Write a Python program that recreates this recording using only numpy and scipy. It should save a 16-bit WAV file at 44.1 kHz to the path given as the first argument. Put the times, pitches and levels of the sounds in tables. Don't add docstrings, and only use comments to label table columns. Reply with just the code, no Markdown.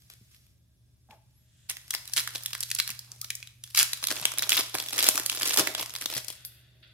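import sys
import numpy as np
from scipy import signal
from scipy.fft import rfft, irfft, next_fast_len
from scipy.io import wavfile
from scipy.ndimage import uniform_filter1d, map_coordinates

SR = 44100
rng = np.random.default_rng(int(sys.argv[2]) if len(sys.argv) > 2 else 0)


def transcribe(signal):
    frames = np.atleast_2d(signal).T
    limited = np.clip(frames, -1, 1)
    pcm = np.round(limited * 32767).astype(np.int16)
    wavfile.write(sys.argv[1], SR, pcm)


N = 305613
TIME = np.arange(N) / SR


def from_db(db):
    return 10 ** (np.asarray(db) / 20)


def rms_one(x):
    return x / np.sqrt(np.mean(x ** 2) + 1e-20)


def in_time(rows):
    s, *columns = np.transpose(rows)
    return [np.interp(TIME, s, column) for column in columns]


def at_hz(points, hz):
    f, value = np.transpose(points)
    return np.interp(np.log(hz + 1), np.log(f), value)


def colour(x, points):
    size = next_fast_len(N + SR // 10)
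    hz = np.arange(size // 2 + 1) * SR / size
    return irfft(rfft(x, size) * from_db(at_hz(points, hz)), size)[..., :N]


def band(x, low_hz, high_hz, order=3):
    edges = [low_hz, min(high_hz, .45 * SR)]
    return signal.sosfilt(signal.butter(order, edges, "band", fs=SR, output="sos"), x + 1e-18)


def resonate(x, modes):
    out = 0
    for hz, width_hz, db in modes:
        r = np.exp(-np.pi * width_hz / SR)
        poles = [1, -2 * r * np.cos(2 * np.pi * hz / SR), r * r]
        out = out + from_db(db) * signal.lfilter([1 - r, 0, r - 1], poles, x)
    return out


def pair(likeness, size=N):
    common, left, right = rng.standard_normal((3, size))
    share = np.clip(likeness, 0, 1)
    return np.sqrt(share) * common + np.sqrt(1 - share) * np.array([left, right])


def stick_slip(curve, overtones_db, jitter):
    hz, level_db = in_time(curve)
    wobble = rms_one(band(rng.standard_normal(N), 30, 550, order=1))
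    phase = 2 * np.pi * np.cumsum(hz * (1 + jitter * wobble)) / SR
    tone = sum(from_db(db) * np.sin((k + 1) * phase) for k, db in enumerate(overtones_db))
    sounding = (TIME > curve[0][0]) * (TIME < curve[-1][0])
    return rms_one(tone) * from_db(level_db) * sounding


def rubbing(curve, modes, likeness):
    return from_db(in_time(curve)[0]) * rms_one(resonate(pair(likeness), modes))


# pitch in Hz, gain in dB.
FOIL_COLOUR = [(200, 6), (380, -7), (800, -6), (1300, -6), (2400, 1), (4100, 0.5), (5500, 3.5), (8000, 1.5),
               (11500, 5), (15500, -2.5)]
# time in seconds, average delay of the left ear in seconds.
PLACE = [(0, .00013), (3.7, .00003), (5.3, .00008), (5.9, .00005), (6.2, -.00006)]
# time in seconds, bass gain in dB.
SLACK = [(0, -0.5), (1.9, -9), (2.35, -1), (2.5, -8.5), (3.6, -7), (3.8, -16), (4.1, -5), (6.9, 1.5)]
# pitch in Hz, width in Hz, gain in dB before any overall pouch gain.
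POUCH = [(355, 150, 8), (548.4, 10, 13), (628, 10, 11), (1616, 27, 5.5), (3510, 230, 1.5)]
# pitch in Hz, width in Hz, gain in dB.
SHEET_MODES = [(3356, 47, -5), (3963, 80, -2), (4550, 42, -15.5)]


def foil(scatter_s=.00004, creases_per_s=60, pouch_db=-13.0, low_cut_hz=265, bass_edge_hz=800):
    sheet = crackle() + sum(snaps(k) for k in range(len(REGISTERS)))
    sheet = band(colour(sheet, FOIL_COLOUR), low_cut_hz, SR / 2, order=2)
    bass = signal.sosfiltfilt(signal.butter(3, bass_edge_hz, fs=SR, output="sos"), sheet)
    sheet = sheet + (from_db(in_time(SLACK)[0]) - 1) * bass
    hollow = from_db(pouch_db) * resonate(sheet, POUCH)
    left, right = sheet + hollow + resonate(sheet, SHEET_MODES)
    spot = rng.standard_normal(N)[(TIME * creases_per_s).astype(int)]
    delay_s = in_time(PLACE)[0] + scatter_s * uniform_filter1d(spot, size=200)
    left = map_coordinates(left, [np.arange(N) - delay_s * SR], order=5)
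    return np.array([left, right * from_db(0.2)])


# time in seconds, crack level in dB before trim and foil filters,
# body and sizzle in dB relative to the crack, ring pitch of the facet in Hz, left over right in dB.
SNAPS = [(1.109, -48.5, -20, -16, 2400, 4), (1.6982, -34.5, -17, 7.5, 1900, -1),
         (1.711, -36.5, -9, 0, 1850, 0), (1.769, -39, -12, -0.5, 1850, -1),
         (1.907, -33, -13.5, 8.5, 3300, 0.5), (1.9391, -26, -20, -3.5, 1810, 1.5),
         (1.949, -28.5, -8.5, 1, 4820, 1.5), (2.077, -42, -34, 2.5, 4050, -5),
         (2.136, -31, -32, 7, 4600, 1), (2.1782, -22, -28, -7.5, 4110, -9),
         (2.2753, -25.5, -16, -6.5, 1360, -1), (2.3574, -29, -12, -2, 3700, -1),
         (2.435, -48, -20, 12, 4690, -1), (2.46, -26.5, -24, 0, 3530, -1),
         (2.5321, -28.5, -14, -5, 3900, 1), (2.551, -31, -4.5, -2, 1320, -1.5),
         (2.606, -37, -15, 10.5, 4950, -3), (2.629, -32, -22, 2.5, 3900, 4),
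         (2.634, -32.5, -27, 3.5, 4500, -4), (2.7028, -39, -23, 6, 2430, 0),
         (2.763, -35, -20, -10, 3980, 3), (2.7146, -25, -38, -1, 4110, 0),
         (2.7497, -37.5, -10, 13, 4130, -6), (2.8003, -18.5, -22.5, -3.5, 4400, -1.5),
         (2.8766, -31, -38, 0.5, 4230, -1), (2.893, -35, -3, -6, 1280, 1),
         (2.9032, -34.5, -18, 4, 2560, -2), (2.992, -51, -29, 17, 4480, -2),
         (3.118, -55, -11, 18, 4800, 0.5), (3.2149, -44, -38, 14.5, 4070, -1),
         (3.245, -36, -12.5, 0.5, 4070, 0.5), (3.304, -25.5, -24, -2.5, 2330, -1),
         (3.353, -48.5, -29.5, 17, 2240, 1.5), (3.428, -36, -28, -10, 2330, -3.5),
         (3.4734, -42, -26, -5, 3360, 3), (3.6385, -41, -35.5, 4.5, 3380, -1),
         (3.79, -29.5, -9, 13.5, 4590, 3), (3.8296, -29, -4.5, 12, 3940, -2),
         (3.9325, -25.5, -15.5, 0, 3940, 0.5), (4.0399, -23.5, -20, -5, 4160, -2),
         (4.071, -27.5, -23.5, 5, 4070, -3), (4.085, -27.5, -12, -3, 4090, -1),
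         (4.1051, -26.5, -23.5, -2, 4050, 1), (4.1132, -32, -8, 2, 1160, -3.5),
         (4.1675, -32, -13, -13, 2370, -2), (4.2542, -16, -15.5, -2.5, 2920, 2),
         (4.3184, -34.5, -3, 3.5, 1110, 0.5), (4.376, -35, -5, -2, 3450, -3),
         (4.3843, -29, -24, 7.5, 2400, -3.5), (4.3927, -24.5, -15, -5, 3880, -0.5),
         (4.4231, -27, -6.5, 3.5, 1520, -3.5), (4.4305, -26.5, -17, -8.5, 3340, 1.5),
         (4.4373, -27, -18, -12.5, 3900, -1), (4.4938, -22.5, -16.5, 5, 2890, -4.5),
         (4.5202, -15.5, -19.5, -11.5, 3320, 0.5), (4.5283, -19, -20.5, -12.5, 2390, -0.5),
         (4.5765, -19, -16, -12.5, 3820, 1), (4.7529, -29.5, -11, -3, 1570, -0.5),
         (4.7854, -29, -10.5, -21.5, 4330, 0.5), (4.8012, -28.5, -12, -4.5, 3700, 0),
         (4.886, -30.5, -27.5, -5.5, 3420, -1), (5.027, -24.5, -8, 5, 3900, -1),
         (5.0876, -22.5, 0.5, 12.5, 2350, 1), (5.156, -32, -14, 6, 2300, 1),
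         (5.1775, -22, -23, 1, 1100, -1), (5.1977, -30, -16.5, -0.5, 1210, -0.5),
         (5.2618, -27.5, -16.5, 6.5, 4460, -3.5), (5.2975, -21.5, -37.5, -2.5, 3420, -1),
         (5.4121, -30, -4, -11.5, 1850, -1), (5.477, -35, -12, 8.5, 3320, 0),
         (5.4953, -34.5, -10.5, 9.5, 4390, -1), (5.542, -35.5, -14, 9, 3960, -5),
         (5.562, -30, -1.5, 2, 1230, 0), (5.5734, -27, -23, 10, 3360, -2.5),
         (5.5952, -25.5, -0.5, 5.5, 1770, 1), (5.673, -20.5, -8, -5, 1990, -3.5),
         (5.7496, -25.5, -8.5, -5.5, 3420, -1), (5.952, -31.5, -10.5, -2.5, 3980, 3.5),
         (5.962, -33.5, -14, 1.5, 4070, -4), (6.0588, -25, -10.5, 0.5, 3640, 4),
         (6.1789, -36.5, -29, 5.5, 4890, -2), (6.246, -45.5, -13, 7, 2370, 3),
         (6.283, -37, -10.5, 7, 4520, 16), (6.3023, -40, -5.5, 6, 3210, 6), (6.45, -40, -34, 4, 4610, 3)]
# lowest Hz, highest Hz,
# typical decay in seconds, left-right likeness from 0 to 1, snap trim in dB, crackle trim in dB.
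REGISTERS = [(270, 1405, 0.0005, 0.94, 3.5, 3), (1120, 5440, 0.0016, 0.55, -2, -0.5),
             (4890, 15030, 0.0017, 0.79, -1.5, -3.5)]
FACET_HZ = 3860


def snaps(register, flutter_db=-23, flutter_s=0.011, stiffness_spread=.2, spike_share=1.4, spike_s=0.000092,
          facet_width_hz=560, facet_db=6, facet_fall_db=-7, lead_s=.002, lead_db=-17):
    low_hz, high_hz, decay_s, likeness, trim_db, _ = REGISTERS[register]
    t = np.arange(SR // 30) / SR - lead_s
    after = np.maximum(t, 0)
    ring_s = decay_s * np.exp(stiffness_spread * rng.standard_normal((len(SNAPS), 1, 1)))
    ring = np.exp(-after / ring_s)
    flutter = from_db(flutter_db) * np.exp(-after / flutter_s)
    spike = spike_share * np.exp(-after / spike_s)
    shape = np.where(t < 0, from_db(lead_db), ring + flutter + spike)
    noise = np.array([pair(likeness, size=len(t)) for row in SNAPS])
    bursts = band(noise * shape, low_hz, high_hz)
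    out = np.zeros((2, N + len(t)))
    for (s, db, body_db, sizzle_db, ring_hz, pan_db), burst in zip(SNAPS, bursts):
        level_db = db + (body_db, 0, sizzle_db)[register] + trim_db
        facet_gain_db = facet_db + facet_fall_db * np.log2(ring_hz / FACET_HZ)
        burst = burst + resonate(burst, [(ring_hz, facet_width_hz, facet_gain_db)])
        strength = np.sqrt(np.sum(burst ** 2, axis=1, keepdims=True) / (.004 * SR))
        ears = rms_one(from_db(np.array([[pan_db], [-pan_db]]) / 2))
        at = int((s - lead_s) * SR)
        out[:, at:at + len(t)] += burst / strength * ears * from_db(level_db)
    return out[:, :N]


def crackle(per_s=380, typical_flex_db=-35, crowding=.95, spread_db=4.0, even_s=0.045, colour_db=4.5,
            pan_db=1.0, rub_share=.1, soft_db=-57, count=4):
    levels = flexing()
    chance = per_s * from_db(crowding * (levels[1] - typical_flex_db)) / SR
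    born = np.flatnonzero(rng.random(N) < chance)
    size_db = spread_db * np.minimum(rng.exponential(1, len(born)), 3.5)
    size_db = size_db + pan_db * rng.standard_normal(len(born)) * np.array([[1], [-1]])
    rub = rub_share + from_db(soft_db - np.max(levels, axis=0))
    out = 0
    for (low_hz, high_hz, decay_s, likeness, _, trim_db), level_db in zip(REGISTERS, levels):
        edges = np.geomspace(low_hz, high_hz, count + 1)
        for lo, hi in zip(edges, edges[1:]):
            kicks = np.zeros((2, N))
            kicks[:, born] = from_db(size_db + colour_db * rng.standard_normal(len(born))) ** 2
            energy = signal.lfilter([1], [1, -np.exp(-2 / (decay_s * SR))], kicks + 1e-9)
            energy /= uniform_filter1d(energy.mean(axis=0), int(even_s * SR)) + 1e-6
            grains = band(pair(likeness) * np.sqrt((energy + rub) / (1 + rub)), lo, hi, order=2)
            out = out + from_db(level_db + trim_db) * rms_one(grains) * np.sqrt(hi / high_hz / count)
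    return out


# start in seconds, length in seconds,
# crack level in dB before trim and foil filters, body in dB relative to that.
FLEXES = [(0.098, 0.029, -54.5, -12), (0.311, 0.05, -62, -21), (1.099, 0.048, -67, 7),
          (1.69, 0.019, -39, -12), (1.932, 0.021, -42, -5.5), (2.162, 0.032, -27, -16.5),
          (2.336, 0.023, -40.5, -7.5), (2.785, 0.0099, -33, -20), (2.885, 0.028, -44, -29),
          (3.074, .08, -66, 5.5), (3.746, .025, -29, -23), (3.771, 0.038, -22, -14.5),
          (3.803, 0.023, -33, 0.5), (4.025, .012, -37, -4), (4.099, .015, -33, 2.5),
          (4.154, 0.08, -40.5, -5), (4.427, 0.024, -45, -12.5), (4.498, 0.056, -29, -16.5),
          (4.566, 0.032, -27, -5.5), (4.741, 0.016, -34, 2), (4.772, 0.062, -40, -8.5),
          (4.925, 0.072, -37, -4), (4.979, 0.025, -26.5, -10.5), (5.031, 0.052, -27, -9),
          (5.148, 0.051, -37, -2.5), (5.31, 0.092, -38, -8), (5.407, .14, -31, -10),
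          (5.573, 0.03, -24.5, -4.5), (5.649, 0.057, -42.5, -11), (5.779, 0.042, -34.5, -5),
          (6.009, 0.02, -38, -10), (6.096, 0.049, -38.5, -7), (6.149, 0.028, -33.5, -9.5),
          (6.285, 0.048, -49, -25)]
# time in seconds,
# crack level in dB before trim and foil filters, body in dB relative to that.
GRIP = [(0, -67.5, -14), (0.45, -70, -14), (0.6, -81, -8.5), (1.66, -76, -8), (1.9, -57.5, -7),
        (2.3, -51, -8.5), (2.85, -55, -12), (3.08, -63.5, -3.5), (3.42, -61, -7.5), (3.59, -74.5, -6.5),
        (3.68, -57.5, -15.5), (4.15, -48, -4), (4.48, -50, 4.5), (4.71, -52, -9.5), (4.95, -42, -4.5),
        (5.7, -52.5, -6), (5.88, -47.5, -7.5), (6.2, -55, -14.5), (6.7, -78.5, -16)]


def flexing(attack_s=0.0035, release_s=0.015, grip_sizzle_db=4.5, flex_sizzle_db=2):
    grip_db, body_db = in_time(GRIP)
    power = from_db([grip_db + body_db, grip_db, grip_db + grip_sizzle_db]) ** 2
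    for s, length_s, db, body_db in FLEXES:
        span = slice(int(max(s - .05, 0) * SR), int((s + length_s + .2) * SR))
        t = TIME[span] - s
        rise = np.clip(t / attack_s + .5, 0, 1)
        fall = np.exp(-np.maximum(t - length_s, 0) / release_s)
        flex = from_db([[db + body_db], [db], [db + flex_sizzle_db]]) * rise * fall
        power[:, span] += flex ** 2
    return 10 * np.log10(power)


# time in seconds, level in dB.
PEEL = [(5.57, -83.5), (5.585, -39), (5.605, -28.5), (5.625, -36.5), (5.66, -51), (5.70, -41.5), (5.8, -75)]
# time in seconds, slips per second, level in dB.
ZIP = [(5.568, 1560, -70), (5.575, 1800, -32), (5.598, 1100, -44), (5.62, 1600, -89)]


def seam():
    return rubbing(PEEL, POUCH, likeness=0.73) + stick_slip(ZIP, [-4, 0, -10], jitter=0.022)


# time in seconds, level in dB before filtering.
PICKUP = [(1.15, -110), (1.3, -83), (1.6, -67), (1.67, -66), (1.75, -110)]
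# pitch in Hz, width in Hz, gain in dB.
PACK = [(1800, 510, -2), (3300, 1300, 1), (7000, 3500, -2)]
# time in seconds, level in dB before filtering.
SLIDE = [(6.2, -110), (6.36, -56.5), (6.68, -66), (6.822, -72), (6.832, -51.5), (6.86, -59), (6.93, -63)]
# pitch in Hz, width in Hz, gain in dB.
CARD = [(1535, 65, 10), (1940, 430, 9.5), (2730, 470, 12), (3420, 380, 14.5), (4400, 150, 9.5)]
# time in seconds, level in dB before filtering.
EDGE = [(6.44, -110), (6.455, -37.5), (6.5, -61), (6.6, -69), (6.75, -110)]


def sliding():
    pack = band(rubbing(PICKUP, PACK, likeness=0.27), 1500, 9000)
    cards = band(rubbing(SLIDE, CARD, likeness=0.23), 1250, 4800, order=5)
    edge = band(rubbing(EDGE, [(12100, 1900, 0)], likeness=0.27), 8000, 16130)
    return pack + cards + edge


# time in seconds, pitch in Hz, level in dB.
SQUEAK = [(1.088, 740, -61), (1.10, 800, -59), (1.118, 899, -59), (1.131, 864, -50), (1.143, 710, -63),
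          (1.175, 594, -69)]
# time in seconds, pitch in Hz, level in dB.
WHISTLE = [(1.33, 11100, -80), (1.38, 11400, -70), (1.5, 11750, -90)]
# time in seconds, pitch in Hz, level in dB.
CREAK = [(3.222, 1180, -79), (3.229, 1260, -51.5), (3.241, 1380, -58.5), (3.25, 1420, -78)]


def squeaks():
    squeak = stick_slip(SQUEAK, [0, -15], jitter=0.16)
    whistle = stick_slip(WHISTLE, [0], jitter=0.012)
    creak = stick_slip(CREAK, [0], jitter=0.04)
    return squeak + whistle + creak


# time in seconds, level in dB before filtering.
KNOCKS = [(0.212, -48), (1.095, -51.5), (2.9, -48.5), (4.213, -46), (4.745, -45.5), (5.588, -37.5),
          (5.807, -43.5), (6.162, -40.5)]
# typical pitch in Hz, gain in dB, time to fall by 60 dB in seconds.
KNOCK_MODES = [(134, 1.5, 0.12), (201, -5.5, 0.081), (300, -19.5, 0.05)]


def knocks():
    out, t = np.zeros(N + SR), np.arange(SR // 5) / SR
    for s, level_db in KNOCKS:
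        at = int(s * SR)
        for hz, db, t60 in KNOCK_MODES:
            ring = np.sin(2 * np.pi * hz * rng.uniform(0.78, 1.19) * t)
            out[at:at + len(t)] += from_db(level_db + db - 60 * t / t60) * ring
    return band(out[:N], 115, 520, order=2)


# pitch in Hz, time to fall by 60 dB in seconds.
ROOM_T60 = [(200, 0.13), (1000, 0.58), (4000, 0.51), (14000, 0.32)]


def room(x, wet_db=-11.0, build_s=0.0027, alike_hz=1100):
    t = np.arange(SR * 2 // 3) / SR
    edges = np.geomspace(140, 18000, 8)
    tail = 0
    for lo, hi in zip(edges, edges[1:]):
        noise = pair(1 / (1 + (hi / alike_hz) ** 2), size=len(t))
        decay_db = -60 * t / at_hz(ROOM_T60, np.sqrt(lo * hi))
        tail = tail + band(noise, lo, hi, order=2) * from_db(decay_db)
    tail = tail * (1 - np.exp(-t / build_s))
    tail = rms_one(tail) / np.sqrt(len(t))
    return from_db(wet_db) * signal.fftconvolve(x, tail, axes=1)[:, :N]


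# time in seconds, level in dB before the hum's overall gain.
HUM = [(0.0, -61), (1.91, -61), (2.26, -49.5), (5.46, -53.5), (6.93, -57)]
# pitch in Hz, relative level in dB per Hz.
AIR = [(20, -44.5), (56, -3.5), (80, -20), (127, -5), (185, -13.5), (363, -27.5), (516, -47),
       (16000, -53.5)]


def background(hum_hz=120, hum_db=-6.5, motor_hz=70, motor_db=-71, drone_db=-68, air_db=-69):
    hum = from_db(in_time(HUM)[0] + hum_db) * np.sin(2 * np.pi * hum_hz * TIME)
    motor = from_db(motor_db) * np.sin(2 * np.pi * motor_hz * TIME)
    drone = from_db(drone_db) * rms_one(band(pair(0.98), 77.0, 135.7))
    air = from_db(air_db) * rms_one(colour(pair(0.6), AIR))
    return np.sqrt(2) * (hum + motor) + drone + air


def scene():
    near = foil() + seam() + sliding() + squeaks() + knocks()
    return near + room(near) + background()


def record(dry, cutoff_hz=16200):
    low_pass = signal.ellip(10, .1, 70, cutoff_hz, fs=SR, output="sos")
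    return signal.sosfilt(low_pass, np.clip(dry, -1, 1))


dry = scene()
out = record(dry)
transcribe(out)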